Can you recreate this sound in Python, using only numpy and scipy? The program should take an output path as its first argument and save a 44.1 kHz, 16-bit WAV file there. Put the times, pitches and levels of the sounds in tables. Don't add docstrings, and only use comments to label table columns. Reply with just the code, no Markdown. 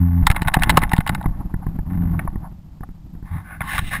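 import sys
import numpy as np
from scipy import signal
from scipy.fft import rfft, irfft
from scipy.io import wavfile

SR = 44100
rng = np.random.default_rng(int(sys.argv[2]) if len(sys.argv) > 2 else 0)


def transcribe(u):
    v = np.clip(np.atleast_2d(u).T, -1, 1)
    q = np.round(v * 32767).astype(np.int16)
    wavfile.write(sys.argv[1], SR, q)


N = 176400
T = np.arange(N) / SR
LEAD_S = 0.02

# time_s, level_db
GRIT_LEVELS = [(.2,-48.5),(.27,-42),(.76,-41.5),(.87,-44.5),(.98,-44),(1.04,-52),(1.08,-44),(1.35,-55),(1.83,-62.5),(1.9,-48),(2.17,-51),(2.22,-49.5),(2.65,-73.5)]


def from_db(db):
    return 10 ** (np.asarray(db) / 20)


def rms_one(x):
    return x / np.sqrt(np.mean(x ** 2) + 1e-20)


def in_time(rows):
    times, *columns = np.transpose(rows)
    return [np.interp(T, times, column) for column in columns]


def cut(x, hz, kind, order=2):
    return signal.sosfilt(signal.butter(order, hz, kind, fs=SR, output="sos"), x)


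def drift(hz):
    return rms_one(cut(rng.standard_normal(N + SR), hz, "low")[SR:])


def add(out, start_s, x):
    i = int(start_s * SR)
    out[i:i + len(x)] += x[:N - i]


def push(time_s, half_width_ms):
    return np.exp(-np.minimum(((T - time_s) * 1000 / half_width_ms) ** 2, 40))


def grains(per_s, spread_db, size):
    contacts = (rng.random(size) < per_s / SR) * rng.choice([-1, 1], size)
    strength = from_db(spread_db * np.minimum(rng.exponential(1, size), 4))
    return contacts * strength + 1e-18


def resonate(x, hz, width_hz):
    r = np.exp(-np.pi * width_hz / SR)
    feedback = [1, -2 * r * np.cos(2 * np.pi * hz / SR), r * r]
    return signal.lfilter([1, 0, -1], feedback, x) * (1 - r * r) / 2


def colour(x, low_db, high_db):
    low_edge_hz, high_edge_hz = 1250, 2350
    low = cut(x, low_edge_hz, "low", order=5)
    upper = cut(x, low_edge_hz, "high", order=3)
    middle = -cut(upper, high_edge_hz, "low", order=7)
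    high = cut(upper, high_edge_hz, "high", order=7)
    return from_db(low_db) * rms_one(low) + rms_one(middle) + from_db(high_db) * rms_one(high)


def housing(x, scatter_db=0, detune=0):
    # pitch_hz, width_hz, level_db
    tones = [(795,298,1),(885,151,4.5),(1093,94,-3.5),(1363,110,-6),(1473,99,-3.5),(1775,111,-2),(2057,140,-2.5),(2820,470,-10),(3193,270,-10),(3758,290,-8),(5380,400,-22.5)]
    out = 0
    for k, (hz, width_hz, db) in enumerate(tones):
        strength, shift = rng.standard_normal(2)
        ring = resonate(x, hz * (1 + detune * shift), width_hz)
        out = out + (-1) ** k * from_db(db + scatter_db * strength) * ring
    return cut(out, 560, "high", order=3)


def strike():
    graze_s, chatter_s, tail_s = 0.0041, 0.0035, 0.0059
    t = T[:SR // 10] - T[int(LEAD_S * SR)]
    graze = from_db(-20.5) * np.exp(-np.abs(t) / graze_s)
    settle = np.exp(-np.abs(t) / chatter_s) + from_db(-21.5) * np.exp(-np.abs(t) / tail_s)
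    force = from_db(-11) * np.where(t < 0, graze, settle)
    chatter = force * grains(per_s=2000, spread_db=3.1, size=len(t))
    ring = housing(chatter + (t == 0), scatter_db=1.9, detune=0.017)
    return ring / np.abs(ring).max()


def rib_buzz():
    # time_s, pitch_hz (ribs per second), level_db
    stretches = [
        [(0,88,-13),(.11,86,-19.5),(.235,87.4,-14.5)],
        [(1.85,68.4,-32.5),(1.92,94,-25.5),(2.0,84.4,-22),(2.2,84,-21.5)],
        [(3.30,93,-32.5),(3.365,78.5,-24.5),(3.44,117,-62)],
    ]
    # unevenness (0-1), first_db, second_db, third_db
    tones = [(0.041,0.031,-5.5,-12),(0.299,-1.8,0.5,-12.5),(0.36,-0.66,-7.5,-26)]
    fade_in_s, fade_out_s = 0.013, 0.021
    out = 0
    for points, (uneven, *harmonics_db) in zip(stretches, tones):
        hz, db = in_time(points)
        phase = 2 * np.pi * np.cumsum(hz) / SR + uneven * drift(25) + np.pi
        fade_in = np.clip((T - points[0][0]) / fade_in_s, 0, 1)
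        fade_out = np.clip((points[-1][0] - T) / fade_out_s, 0, 1)
        buzz = 0
        for k, harmonic_db in enumerate(harmonics_db, 1):
            buzz += from_db(harmonic_db) * (1 + uneven * drift(30)) * np.sin(k * phase)
        out = out - fade_in * fade_out * from_db(db + 3) * rms_one(buzz)
    return out


def wood_rumble():
    # time_s, level_db
    levels = [(0,-39),(.25,-22.5),(.5,-28),(.7,-17),(.88,-24),(1.04,-33.5),(1.12,-24.5),(1.55,-31),(2.2,-24),(2.55,-38.5),(3.2,-35),(3.55,-37.5),(3.8,-27.5)]
    # pitch_hz, level_db
    balance = [(15,-10),(27,2),(70,-5),(120,-10.5),(175,-4),(230,-17.5),(300,-18.5),(420,-39),(800,-34),(5000,-68)]
    hz, db = np.transpose(balance)
    all_hz = np.arange(N // 2 + 1) * SR / N + 1e-3
    shape = from_db(np.interp(np.log(all_hz), np.log(hz), db))
    noise = irfft(rfft(rng.standard_normal(N)) * shape, N)
    lumps = from_db(3 * drift(20))
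    return from_db(in_time(levels)[0]) * rms_one(noise * lumps)


def grit():
    ticks = housing(grains(per_s=4500, spread_db=4.5, size=N))
    return from_db(in_time(GRIT_LEVELS)[0]) * rms_one(cut(ticks, 1100, "low", order=5))


def wheel_thumps():
    # time_s, level_db, half_width_ms
    landings = [(0.232,-4,2.8),(0.273,-9.5,3.9),(0.305,0,2.35),(0.422,-8.5,1.07),(0.462,-10,2.3),(.476,-9,2.8),(0.571,-2.5,1.19),(0.615,-8,6.6),(0.673,-8.5,1.4),(0.724,-14.5,0.65),(0.7771,6.5,0.43),(0.833,-8.5,1.16),(.937,-4,1.17),(0.989,0.5,1.42),(1.099,-8.5,1.26),(1.133,-13,1.5),(2.253,-15,1.1),(2.289,-13.5,4.9),(3.613,-16,1.9),(3.794,-14.5,2.3),(3.835,-20,15)]
    # time_s, level_db
    joints = [(1.26,-6.5),(1.542,-10),(1.668,-11),(1.790,-13.5),(2.359,-13.5),(2.434,-23.5),(2.809,-19.5),(2.891,-23),(3.152,-25.5),(3.228,-23)]
    axle_gap_s, frame_hz, frame_width_hz = 0.023, 158, 45
    shove, ticks = np.zeros(N), np.zeros(N)
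    for time_s, db, half_width_ms in landings:
        shove -= from_db(db) * push(time_s, half_width_ms)
    for time_s, db in joints:
        front = push(time_s, half_width_ms=1.17)
        rebound = from_db(-5) * push(time_s + axle_gap_s / 2, half_width_ms=9.5)
        rear = from_db(-4) * push(time_s + axle_gap_s, half_width_ms=2.42)
        shove += from_db(db) * (rebound - front - rear)
        tick_db = 1.52 * db - 6
        add(ticks, time_s - LEAD_S - 0.003, from_db(tick_db) * cut(strike(), 1810, "low", order=7))
    ring = cut(shove, [frame_hz - frame_width_hz / 2, frame_hz + frame_width_hz / 2], "band", order=1)
    return cut(shove, 4, "high", order=1) + from_db(-2.5) * ring + ticks


def mount_knocks():
    # time_s, level_db, low_db, high_db
    hits = [(0.268, -1.5, -18, -20), (0.301, -9, -21, -28), (0.314, -16.5, -32, -18),
            (0.362, -12.5, -18, -22.5), (0.419, -15.5, -17, -21.5), (0.474, -16, -25, -25.5),
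            (0.482, -8.5, -17, -22), (0.538, -13.5, -31, -38), (0.541, -4.5, -19.5, -19),
            (0.567, -10, -4, -34), (0.621, -10, -22, -30), (0.634, -8, -30, -15.5),
            (0.694, -2.5, -18.5, -23.5), (0.701, -7.5, -37, -13.5), (0.771, 2.5, 4, -6.5),
            (0.819, -17.5, -15, -25), (0.827, -17.5, -12, -27), (0.834, -11.5, -28, -27.5),
            (0.916, -13, -7, -24.5), (0.933, -8, -20, -28.5), (0.965, -19.5, -10, -15),
            (0.98, -17.5, -15, -21), (1.005, -18.5, -17.5, -26), (1.064, -15.5, -10, -28.5),
            (1.075, -16.5, -30, -17.5), (1.092, -11.5, -14.5, -21), (1.148, -16.5, -21, -24),
            (1.211, -23, 4, -22), (1.258, -22.5, 4, -18), (2.192, -18, -22.5, -39), (2.274, -19, 7, -42),
            (2.833, -27.5, 12, -22), (3.606, -17.5, -18, -35), (3.615, -17.5, -36, -33),
            (3.78, -10.5, -29, -27), (3.79, -15.5, -12.5, -9)]
    out = np.zeros(N)
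    for time_s, db, low_db, high_db in hits:
        knock = colour(strike(), low_db + 15.5, high_db + 15.5)
        add(out, time_s - LEAD_S, from_db(db - 17.5) * rms_one(knock))
    return out


def loose_parts():
    # time_s, level_db
    bright_ticks = [(0.43,-23),(.596,-21.5),(.79,-21),(.894,-19.5),(1.228,-28.5)]
    grit_db, = in_time(GRIT_LEVELS)
    rattle_db = -35 + 1.75 * (grit_db - grit_db.max())
    rattle = housing(grains(per_s=140, spread_db=1.2, size=N))
    out = from_db(rattle_db) * rms_one(cut(rattle, 1700, "low", order=3))
    for time_s, db in bright_ticks:
        add(out, time_s - LEAD_S, from_db(db) * cut(strike(), 3440, "high", order=1))
    return out


def tyre_scuffs():
    # time_s, level_db, half_width_ms
    scuffs = [(1.245,-29,6.5),(1.339,-45,18),(1.412,-38,14),(1.505,-45.5,10),(1.634,-40,16.5),(2.148,-36,9.5),(2.454,-39,27.6)]
    level = sum(from_db(db) * push(time_s, half_width_ms) for time_s, db, half_width_ms in scuffs)
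    slips = cut(housing(rng.standard_normal(N)), 1500, "low", order=4)
    return level * rms_one(resonate(slips, hz=800, width_hz=400))


def housing_scrapes():
    # start_s, end_s, level_db, pitch_hz, high_db
    strokes = [(3.225,3.386,-39.5,930,-14.5),(3.432,3.538,-36,1500,-22.5),(3.599,3.69,-31,1100,-9.5),(3.665,3.758,-23,1700,-1.5),(3.799,3.886,-36.5,1950,7),(3.905,3.941,-21,1700,-5)]
    fade_s = 0.029
    out, t = np.zeros(N), T[:SR // 4]
    for start_s, end_s, db, pitch_hz, high_db in strokes:
        slips = grains(per_s=4500, spread_db=3.5, size=len(t))
        body = colour(housing(slips, scatter_db=1.9), low_db=-6, high_db=high_db)
        ring = from_db(0.5) * rms_one(resonate(body, pitch_hz, width_hz=160))
        swell = np.minimum(t / (end_s - start_s), 1) ** 0.9
        fade = np.exp(-np.maximum(t - end_s + start_s, 0) / fade_s)
        add(out, start_s, from_db(db) * swell * fade * rms_one(body + ring))
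    return out


def scene():
    mix = mount_knocks() + loose_parts() + wheel_thumps() + rib_buzz()
    mix += wood_rumble() + grit() + tyre_scuffs() + housing_scrapes()
    mix += from_db(-62) * rng.standard_normal(N)
    side = from_db(-50) * signal.hilbert(mix).imag
    return np.array([mix + side, mix - side])


def record(dry):
    hold_hz, top_hz = 12000, 15500
    coarse = signal.resample_poly(dry, hold_hz, SR, axis=1)
    steps = np.repeat(coarse, 4, axis=1)
    held = signal.resample_poly(steps, SR, 4 * hold_hz, axis=1)
    overloaded = np.clip(held, -1, 1)
    top_cut = signal.ellip(8, 0.3, 70, top_hz, fs=SR, output="sos")
    return np.clip(signal.sosfilt(top_cut, overloaded), -1, 1)


dry = scene()
out = record(dry)
transcribe(out)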